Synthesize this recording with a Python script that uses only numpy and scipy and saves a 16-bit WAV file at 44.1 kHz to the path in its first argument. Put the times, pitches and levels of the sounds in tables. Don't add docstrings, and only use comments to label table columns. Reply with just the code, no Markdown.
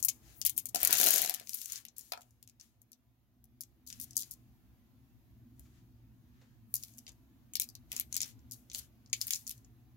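import sys
import numpy as np
from scipy import signal
from scipy.fft import rfft, irfft
from scipy.io import wavfile
from scipy.ndimage import uniform_filter1d

SR = 44100
rng = np.random.default_rng(int(sys.argv[2]) if len(sys.argv) > 2 else 0)


def waveform_to_disk(signal):
    frames = np.transpose(np.atleast_2d(signal))
    scaled = np.clip(frames, -1, 1) * 32767
    samples = np.round(scaled).astype(np.int16)
    wavfile.write(sys.argv[1], SR, samples)


def ratio(d):
    e = np.asarray(d, float) / 20
    return 10 ** e


N = 439236


def evened(x):
    return x / np.sqrt(np.mean(x ** 2) + 1e-20)


def read(points, hz):
    f, value = np.transpose(points)
    return np.interp(np.log(hz + 1), np.log(f + 1), value)


def add(mix, s, sound):
    part = mix[round(s * SR):][:len(sound)]
    part += sound[:len(part)]


def drift(curve):
    return np.interp(np.arange(N) / SR, *np.transpose(curve))


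def colour(x, db):
    hz, t, z = signal.stft(x, SR, nperseg=256)
    z = z * ratio(db(hz[:, None], t))
    return signal.istft(z, SR, nperseg=256)[1][..., :x.shape[-1]]


# pitch_hz, likeness (1 = the same)
LIKENESS = [(60, 0.86), (130, 0.57), (290, 0.94), (640, 0.37), (1400, 0.27), (3000, 0.017)]


def background(tone, patchy_db=2.5):
    frames, hz = N // 1024 + 5, np.fft.rfftfreq(4096, 1 / SR)
    a, b, c, d, patches = rng.standard_normal((frames, 2049, 5)).T
    patches = evened(uniform_filter1d(uniform_filter1d(patches, 6, 0), 4, 1))
    same = np.clip(read(LIKENESS, hz), -1, 1)[:, None]
    left, other = a + 1j * b, c + 1j * d
    z = np.array([left, same * left + np.sqrt(1 - same ** 2) * other])
    z *= ratio(read(tone, hz)[:, None] + patchy_db * patches)
    return evened(signal.istft(z, nperseg=4096, noverlap=3072)[1][:, :N])


# pitch_hz, density_db (per Hz)
HUM_TONE = [(18, -40), (30, -13.5), (48, -9), (64, 2), (87, -14), (118, 5), (133, -11.5), (151, -14),
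            (199, -12.5), (243, -2.5), (265, -7.5), (285, -27), (314, -11), (345, -19), (380, -25),
            (490, -59.5), (840, -120)]
# time_s, level_db
HUM_LEVEL = [(0.0, -61), (1, -62.5), (1.41, -68.5), (3.1, -71.5), (4.05, -61), (5.1, -62.5), (5.6, -58),
             (6.46, -62), (8.5, -59.5), (9.96, -62)]


def hum():
    return ratio(drift(HUM_LEVEL)) * background(HUM_TONE)


# pitch_hz, density_db (per Hz)
HISS_TONE = [(220, -27), (380, -8), (546, -13), (726, -8.5), (785, -12), (1430, -17), (3700, -20.5),
             (5800, -24), (6700, -22), (7400, -28), (8800, -29.5), (12200, -18.5), (15850, -19.5),
             (16000, -46)]
# time_s, level_db
HISS_DRIFT = [(0, -79), (1.4, -86.5), (3.3, -91), (4.2, -84), (6.5, -85.5), (8.2, -82.5), (9.96, -84)]


def hiss():
    return ratio(drift(HISS_DRIFT) + 8.5) * background(HISS_TONE)


# pitch_hz, t60_s
SCATTER_T60 = [(300, 0.34), (1300, 0.21), (3500, 0.13), (9000, 0.047), (15000, 0.041)]
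# delay_s, level_db
WALL_ECHOES = [
    (.0035, -15),
    (.0115, -19),
    (.019, -22.5),
]


def room(x, scatter_db=-10.5, late_db=-23, late_t60=0.28):
    t = np.arange(SR // 2) / SR
    taps = rng.standard_normal((2, 2, SR // 2)) * np.clip((t - .002) / 0.0014, 0, 1)
    early = colour(taps[0], lambda hz, t: -60 * t / read(SCATTER_T60, hz) - 5 * (t > .036))
    late = taps[1] * ratio(-60 * t / late_t60)
    tail = ratio(scatter_db) * early / np.linalg.norm(early[0])
    tail = tail + ratio(late_db) * late / np.linalg.norm(late[0])
    for s, db in WALL_ECHOES:
        for side in tail:
            add(side, s + 0.00059 * rng.random(), ratio(db) * rng.choice([-1., 1.], size=1))
    return signal.oaconvolve(x[None], tail, axes=1)[:, :N]


# start_s, peak_db
PRESSES = [(1.738, -72), (5.653, -74), (6.413, -70), (7.081, -68.5), (7.931, -61.5), (8.224, -64.5),
           (8.749, -65.5)]


def carpet(low_hz=300, high_hz=520, t60=0.17):
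    out, t = np.zeros(N), np.arange(4000) / SR
    for s, peak_db in PRESSES:
        puff = rng.standard_normal(4000) * np.minimum(t / 0.0013, 1)
        add(out, s, ratio(peak_db + 20.5 - 60 * t / t60) * puff)
    out = signal.lfilter(*signal.butter(2, low_hz, "high", fs=SR), out)
    return signal.lfilter(*signal.butter(1, high_hz, fs=SR), out)


# start_s, peak_db
TUB_KNOCKS = [(0.745, -30.5), (0.758, -30), (0.81, -50), (0.831, -33), (0.846, -40.5), (0.872, -37),
              (0.894, -34.5), (0.907, -38.5), (0.93, -31), (0.949, -39), (0.978, -46), (0.999, -30.5),
              (1.012, -28), (1.029, -32), (1.041, -32.5), (1.056, -33.5), (1.071, -25.5), (1.087, -34.5),
              (1.104, -38.5), (1.141, -33.5), (1.158, -33.5), (1.178, -36.5), (1.195, -35), (1.209, -38),
              (1.232, -32), (1.247, -36), (1.275, -37), (1.293, -36.5), (1.309, -43.5), (1.41, -48),
              (2.12, -30), (2.135, -34), (2.175, -43.5)]
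# pitch_hz, level_db, t60_s
WALL_RING = [(292, -25.5, 0.0027), (449.6, -19.5, 0.0036), (694, -4.5, 0.039), (747.5, -0.5, 0.033),
             (940, -6, 0.012), (1470, -1, 0.0071), (1860, -8, 0.0053), (2500, -0.5, 0.0087),
             (4030, -3, 0.017)]
# pitch_hz, level_db, t60_s
RIM_RINGING = [(600, -26, .012), (735, 4, 0.025), (920, -1, 0.018), (1314, 0, 0.02), (1690, -13.5, 0.022),
               (2440, -4, 0.011), (3080, -14.5, 0.0083), (4240, -6, 0.0073)]
RIM_FROM_S = 2
TUB_LAG = 24


def tub():
    out, t = np.zeros(N), np.arange(2000) / SR
    for s, peak_db in TUB_KNOCKS:
        if s < RIM_FROM_S:
            modes, scuff_t60, spread, lowest_hz = WALL_RING, .014, .047, 210
        else:
            modes, scuff_t60, spread, lowest_hz = RIM_RINGING, .003, .02, 500
        hz, db, t60 = np.transpose(modes)[:, :, None]
        off_hz, off_db = spread * rng.standard_normal((2, len(modes), 1))
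        ring = ratio(db + 64.0 * off_db - 60 * t / t60) * np.sin(2 * np.pi * hz * (1 + off_hz) * t)
        scuff = rng.standard_normal(600) * ratio(-60 * t[:600] / scuff_t60)
        knock = signal.fftconvolve(ring.sum(0), scuff)
        knock = signal.sosfilt(signal.butter(4, lowest_hz, "high", fs=SR, output="sos"), knock)
        add(out, s, ratio(peak_db + 6.0) * knock / abs(knock).max())
    return np.array([out, np.roll(out, TUB_LAG)])


# time_s, level_db, dullness_db (per octave)
POURING = [
    (0.759, -45, 2),
    (.83, -42.5, 6),
    (.92, -37, 7.5),
    (1, -30, 1.5),
    (1.1, -29, 3),
    (1.2, -32.5, 2.5),
    (1.3, -46, 5),
    (1.38, -56, 6.5),
    (1.44, -69.5, 8.5),
]
# start_s, length_s, level_db, dullness_db (per octave)
JOLTED = [(0, 0.024, -48, -1), (1.964, 0.36, -57.5, 0), (3.901, 0.5, -60.5, 3.5), (4.224, 0.1, -54, 1.5),
          (9.133, .25, -56.5, 1.5), (8.547, .15, -63.5, -2), (2.599, .15, -63, 3),
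          (6.744, 0.36, -55.5, -0.5), (9.209, 0.13, -48.5, 1), (9.268, .06, -49, 3),
          (9.306, 0.11, -37, -0.5), (9.469, 0.15, -55, 1)]
# middle_s, half_length_s,
# level_db, dullness_db (per octave)
SWELLING = [(0.295, 0.083, -65, 5.5), (0.398, 0.052, -69, -17.5), (1.588, 0.12, -48, -1),
            (1.745, 0.068, -48.5, 3.5), (5.629, 0.074, -75.5, 2.5), (5.766, 0.082, -79, 8.5),
            (6.423, 0.2, -85.5, 11.5), (6.724, 0.046, -80, -13.5), (7.971, 0.056, -53.5, 5),
            (8.152, 0.038, -58, 5), (8.258, .06, -54, 3), (8.79, 0.068, -58, 3.5)]
# start_s, end_s, level_db, dullness_db (per octave)
ROLLED = [(.495, .506, -40, -5.5), (0.565, .577, -45, -3), (0.577, .605, -46.5, -3.5),
          (0.656, .672, -47.5, -1), (.687, .697, -46, -2), (0.925, .94, -33.5, -0.5),
          (3.867, 3.905, -53, 1.5), (4, 4.045, -49.5, -1.5), (4.154, 4.16, -48.5, 1),
          (4.186, 4.225, -41, 1), (4.309, 4.34, -53.5, -2), (7.602, 7.644, -42.5, 0),
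          (7.081, 7.095, -55, 9), (8.524, 8.545, -50.5, 1), (8.731, 8.8, -48, 2.5)]
REST_DB, STIR_EDGE_DB = -26.5, -13.5
ROLL_LOW_HZ = 3350


def motion_db(hz, t):
    octaves = np.log2(np.maximum(hz, 1000) / 8000)

    s, level_db, dull_db = np.transpose(POURING)
    pour = ratio(np.interp(t, s, level_db, -130, -130) - octaves * np.interp(t, s, dull_db))

    start, length, level_db, dull_db = np.transpose(JOLTED)[:, :, None]
    dying = (t >= start) * ratio(level_db + REST_DB * abs(t - start) / length)
    jolts = ratio(-octaves * dull_db.T) @ dying

    middle, half, level_db, dull_db = np.transpose(SWELLING)[:, :, None]
    arch = ratio(level_db + STIR_EDGE_DB * ((t - middle) / half) ** 2)
    stirs = ratio(-octaves * dull_db.T) @ arch

    start, end, level_db, dull_db = np.transpose(ROLLED)[:, :, None]
    steady = (t >= start) * (t < end) * ratio(level_db)
    rolls = ratio(-octaves * dull_db.T) @ steady / (1 + (ROLL_LOW_HZ / (hz + 1)) ** 6)
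    return 20 * np.log10(pour + jolts + stirs + rolls)


# pitch_hz, density_db (per Hz)
CONTACT_TONE = [(590, -42.5), (1000, -18.5), (1740, -7), (2300, -9.5), (2590, -6.5), (15200, 4.5),
                (15900, 7.5), (16500, -21.5)]
GRITTY_DB = -60.5


def rattle(per_s=2400, size_db=1.5):
    size = ratio(size_db * np.minimum(rng.exponential(1, N), 5))
    grit = size * (rng.random(N) < per_s / SR)
    grit = evened(uniform_filter1d(grit, size=28))
    force_db = motion_db(6000, np.arange(0, N, 64) / SR)[0].repeat(64)[:N]
    share = 1 / (1 + ratio(2 * (GRITTY_DB - force_db)))
    rub = (np.sqrt(share) * grit + 1 - share) * rng.standard_normal((2, N))
    rub = evened(colour(rub, lambda hz, t: read(CONTACT_TONE, hz)))
    return colour(rub, motion_db)


CLICK_HZ = [1300, 2100, 3300, 4900, 6800, 12000]
CLICK_T60 = [
    [.007],
    [.0028],
]
LEAD_IN = 128


def click(strength_db, tick_db, middle_db, low_db, luck, stretch, gain_db=24, split_hz=5500):
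    t = np.arange(896) / SR / stretch
    rise = np.minimum(t / .0004, 1)
    bursts = ratio(-60 * t / CLICK_T60)[:, None] * rise * luck
    bursts = bursts / np.linalg.norm(bursts, axis=2, keepdims=True)
    spectra = rfft(np.pad(bursts, ((0, 0), (0, 0), (LEAD_IN, 0))))
    slow, quick = (v / np.sqrt(abs(uniform_filter1d(abs(v) ** 2, size=60)) + 1e-9) for v in spectra)
    hz = np.fft.rfftfreq(1024, 1 / SR)
    levels_db = [low_db - 31.0, low_db - 2.5, low_db, middle_db, 0, tick_db]
    tone = ratio(gain_db + strength_db + read(np.transpose([CLICK_HZ, levels_db]), hz))
    treble = 1 / (1 + (split_hz / (hz + 1)) ** 4)
    return irfft(((1 - treble) * slow + treble * quick) * tone)


# start_s, strength_db, then against it tick_db, middle_db, low_db
IN_HAND = [(0.0277, -26, -4, -12, -41.5), (0.033, -38.5, -2.5, -9, -19), (0.0385, -37, 5, -6, -16),
           (0.0488, -32, 15.5, -5, -12.5), (0.052, -35.5, 11.5, -8, -25), (0.054, -41, 8.5, -6, -25),
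           (0.0841, -28.5, -2, -1.5, -9.5), (0.087, -27, 4.5, -7, -6), (0.0905, -25.5, -6, -4, -59),
           (0.4153, -32, -1.5, 3.5, -8), (0.4506, -31, 11, -9.5, -12.5), (0.4553, -33.5, 3.5, -5, 4.5),
           (0.464, -30.5, 14.5, 5.5, -8), (0.469, -33.5, 7.5, -1, -9), (0.4768, -37.5, 1, -7, -0.5),
           (0.4955, -34, 7, -5, -6), (0.578, -33, 12.5, -15.5, -2.5), (0.5863, -33.5, 1, -7.5, -21.5),
           (0.6564, -34, 2.5, -16, -14), (0.4604, -36, 9.5, -5, -15.5)]
INTO_TUB = [(0.7476, -29, 6, -4, -6.5), (0.7582, -28.5, 4, -1.5, -10.5), (0.804, -46, 13, -2, -1.5),
            (0.8158, -40, 10, -6, -0.5), (0.8309, -31, 14, -7, -2), (0.8496, -25.5, 11, -1, -1),
            (0.8736, -23.5, 5.5, -9, -13), (0.9081, -37.5, 13.5, 5, -1), (0.928, -22.5, 7.5, -2, -2),
            (0.94, -33, 7.5, -5, -4), (0.9516, -31, 2.5, -3.5, -3.5), (0.971, -29.5, 3.5, -8.5, -8.5),
            (0.9826, -31.5, 8.5, -4, -9.5), (0.9999, -28.5, 9, 1.5, 4), (1.0131, -25.5, 7, -2, -4.5),
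            (1.0312, -29, 7.5, 2, 4), (1.0407, -28, 10.5, 2, -6), (1.0626, -32, 15.5, 1, 2.5),
            (1.0695, -27.5, 11, -0.5, 3), (1.087, -26.5, 7, -3.5, -5), (1.1066, -31.5, 16.5, -6.5, -6.5),
            (1.1394, -29.5, 11, -5.5, -2), (1.1596, -31, 10.5, 0.5, 0.5), (1.181, -31, 10, -3.5, -5),
            (1.218, -36.5, 18, 0.5, 3.5), (1.2403, -40.5, 11.5, -3, 4), (1.2478, -32, 2.5, 0, -0.5),
            (1.2607, -33, 2.5, -2, -18), (1.2761, -36.5, -2, -17, 1.5), (1.296, -32.5, 11, 2.5, 0.5),
            (1.3401, -38.5, 9, -3.5, 2), (1.346, -36.5, 7, 0, -4.5), (1.3982, -44, 0, -1, 0)]
TO_REST = [(1.4723, -44.5, -4, -2, -4), (1.4937, -38.5, 6, 1, -8), (1.533, -40.5, 0, 6.5, -10),
           (1.5428, -44.5, 14, -5, -10), (1.546, -45, 17.5, 1, -4), (1.616, -45, 9, 5, -1),
           (1.6467, -42, -12, -14, -17), (1.658, -38, 1, -6, -8), (1.6996, -46, -1.5, 5, -2),
           (1.7215, -33.5, -0.5, -4, -18), (1.7323, -42, 1.5, -4, -7), (1.7487, -49, -15, -4, -9),
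           (1.758, -35.5, -10.5, 0, -14), (1.7774, -46, -18, 2, -15), (1.8517, -51, 10, 6, 7),
           (1.8841, -47.5, -14, -1, -9), (1.9828, -46, 10, -10, -26), (1.9928, -50, 7, 3, -22),
           (2.01, -48, -3, -4, -18), (2.1221, -42, 6.5, 7.5, 10), (2.176, -57, -5, -4, -13.5),
           (2.22, -58, -5, -2, -8), (2.135, -69, 4, 20, 9), (2.209, -57, -1, -4, -8),
           (2.217, -57.5, 0, -8, 2), (2.3079, -61.5, -5, -13, -22), (2.4275, -53.5, 4.5, -1, -4),
           (2.4757, -54, -0.5, 0, -5.5), (2.497, -57.5, -1, -1, -6), (2.5986, -52, -20, 1, -16),
           (2.6109, -49.5, -16.5, 3, -12), (2.8176, -62, 8, -9, -21), (2.9183, -61, 11, 5, -14),
           (2.931, -56, 0.5, 4.5, -7)]
PICKED_UP = [(3.4417, -65.5, 11, -2, -11.5), (3.6082, -46, 10.5, 4.5, -18.5),
             (3.6142, -47, 7.5, -2.5, -12.5), (3.6353, -48, -4, -4, -13), (3.8653, -56, -3, -1, -16),
             (3.875, -49.5, 0.5, 7, -17), (3.902, -46.5, -1.5, 5, -2), (3.927, -41.5, -9, 0, -5),
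             (3.9997, -50, 15, -2, -2), (4.0133, -43.5, 5, -3, -22), (4.1086, -45.5, -7.5, -6, -20),
             (4.132, -51, -11, -1, -19), (4.1673, -25, 1.5, -3.5, -32), (4.1769, -30.5, 2, -4.5, -20.5),
             (4.2323, -44, -8, 2, -7), (4.311, -48, 11.5, -9, -25), (4.3173, -51.5, 8, 3.5, -22),
             (5.5953, -62, 13, -7, -2)]
ON_CARPET = [(6.7407, -36.5, 13.5, -1.5, -17), (6.7556, -40, 11, 3, -19), (6.7653, -41, 2, 2, -26.5),
             (6.827, -46, -12, 0, -24), (6.8357, -44.5, 7, 5, -5.5), (6.8832, -62, 1.5, 3, 3),
             (6.983, -48, -3.5, -12, -9), (6.9879, -50.5, 2.5, -1, -17), (7.0666, -49.5, -19, 3, 1),
             (7.0791, -52, -18, -1, 8), (7.536, -39.5, -6, -21, -9), (7.5544, -36.5, 3.5, 15, 1.5),
             (7.556, -37.5, 8.5, -4.5, -0.5), (7.5985, -27.5, 4, -7, -7), (6.975, -63, 8, -5, -20),
             (6.938, -58.5, -5, -6, -20), (7.6191, -38, 8.5, 9.5, -0.5), (7.6892, -50, 3, 8, -18),
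             (7.7525, -49, 2.5, 8.5, -4), (7.9178, -38, 2.5, -4.5, 4.5), (7.9282, -44, 7.5, 5.5, -12),
             (7.119, -60, -3, -5, -18), (7.965, -34, 0.5, -3, -10), (7.9772, -42.5, -2, -5, -7.5),
             (7.9909, -45, -9, -6, -1), (7.9982, -37.5, 14, -2, -5), (8.0085, -46.5, 5, 5, 4.5),
             (8.1267, -32.5, -8.5, -8.5, -12.5), (8.1428, -30, -9, -12.5, -13.5),
             (8.1545, -35.5, -7, -9, -9), (8.1658, -30.5, 3.5, 2, -8), (8.1764, -38, -9.5, -12, -11),
             (8.179, -39, -3, 5, -16), (8.205, -30, -12, -3, -6.5), (8.2163, -28, -4.5, -3, -9.5),
             (8.2251, -32.5, -14.5, -5, -13), (8.2316, -35, -8, 5.5, -6)]
LIFTED_AGAIN = [(8.5116, -44, 2, -2, -21), (8.5202, -44.5, 4.5, 4, -15), (8.6996, -47.5, -24, 1, -7),
                (8.716, -48.5, -13, 4, 1.5), (8.7476, -35.5, -1.5, 2.5, -1), (8.392, -64.5, -20, -4, -18),
                (8.498, -70, -18, -5, -20), (8.7897, -45, 5, -4, -9), (8.7937, -51.5, -2.5, 4, -6),
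                (9.061, -60.5, -17, 4, -7), (9.0988, -60, -21, -1.5, -18),
                (9.1303, -21.5, -16.5, -5.5, -10.5), (9.1333, -40, -10.5, 12, 12),
                (9.1363, -34, -11, -15, -14), (9.1452, -44, -13, -12, -15), (9.214, -34.5, 4.5, 11.5, -5.5),
                (9.2208, -36.5, -3, -2, -14), (9.2695, -50.5, 18.5, -1, -6), (9.2775, -46, 7, -2, -11),
                (9.2814, -45, 8.5, 6, 1), (9.3068, -33.5, 5, 2, 3), (9.3219, -44.5, 3, -2, -9),
                (9.3344, -24, -15, -2.5, -15), (9.3457, -40, -1.5, -4, -19), (9.3545, -37, -7.5, 3, -17),
                (9.359, -35, -5, -2, -12), (9.4678, -39, -16, -5, -22.5), (9.4768, -39, 1.5, -2, -18),
                (9.4943, -42, 7, 1, -10.5), (9.5073, -49.5, 10.5, 1, 1), (9.5119, -43.5, 5, 1, -6),
                (9.5787, -58.5, -3.5, -5, -16), (9.647, -57, -21, -8, -27)]
# time_s, lag at the far port (samples)
HAND_LAG = [(0, 18), (1.4, 18), (2.3, 11), (3.6, 11), (4.2, 9), (6.5, 3), (7.7, 7), (9.96, 3)]
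REBOUND_S, REBOUND_DB = 0.015, -8
SKID_DB, SKID_STRETCH = -8.5, 4.0


def stones():
    out, lag = np.zeros((2, N)), drift(HAND_LAG)
    for s, strength_db, *tone_db in IN_HAND + INTO_TUB + TO_REST + PICKED_UP + ON_CARPET + LIFTED_AGAIN:
        later, weaker = rng.random(2)
        strike = s, strength_db, 1
        rebound = s + later * REBOUND_S, strength_db + REBOUND_DB * (1 + weaker), 1
        skid = s, strength_db + SKID_DB, SKID_STRETCH
        for at, db, stretch in (strike, rebound, skid):
            a, b = rng.standard_normal((2, 896))
            near, far = click(db, *tone_db, np.array([a, 0.27 * a + 1.8 * b]), stretch)
            add(out[0], at - LEAD_IN / SR, near)
            add(out[1], at + (lag[round(s * SR)] - LEAD_IN) / SR, far)
    return out


# pitch_hz, level_db
PORT_TONE = [(1000, -2.5), (5200, 5), (6000, 6), (6700, 9.5), (7500, 4.5), (9000, 2), (12300, 5.5),
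             (15800, -1), (16050, -29)]
# pitch_hz, share
SHADE_SHARE = [(300, .05), (1300, .3), (2400, .3), (4400, .75), (8000, 1), (15000, 1.12)]


def ports(x):
    def response_db(hz, t):
        shade_db = 3 + .5 * np.interp(t, *np.transpose(HAND_LAG))
        return read(PORT_TONE, hz) - np.multiply.outer([0, 1], read(SHADE_SHARE, hz) * shade_db)
    return colour(x, response_db)


def scene():
    hand = carpet() + tub() + rattle() + stones()
    return hum() + hiss() + ports(hand + room(hand[0]))


def band_limit(x):
    return signal.sosfilt(signal.butter(12, 17150, fs=SR, output="sos"), x)


def record(dry, bass_hz=45):
    rounded = np.tanh(dry)
    cut = signal.lfilter(*signal.butter(2, bass_hz, "high", fs=SR), rounded)
    return band_limit(cut)


dry = scene()
out = record(dry)
waveform_to_disk(out)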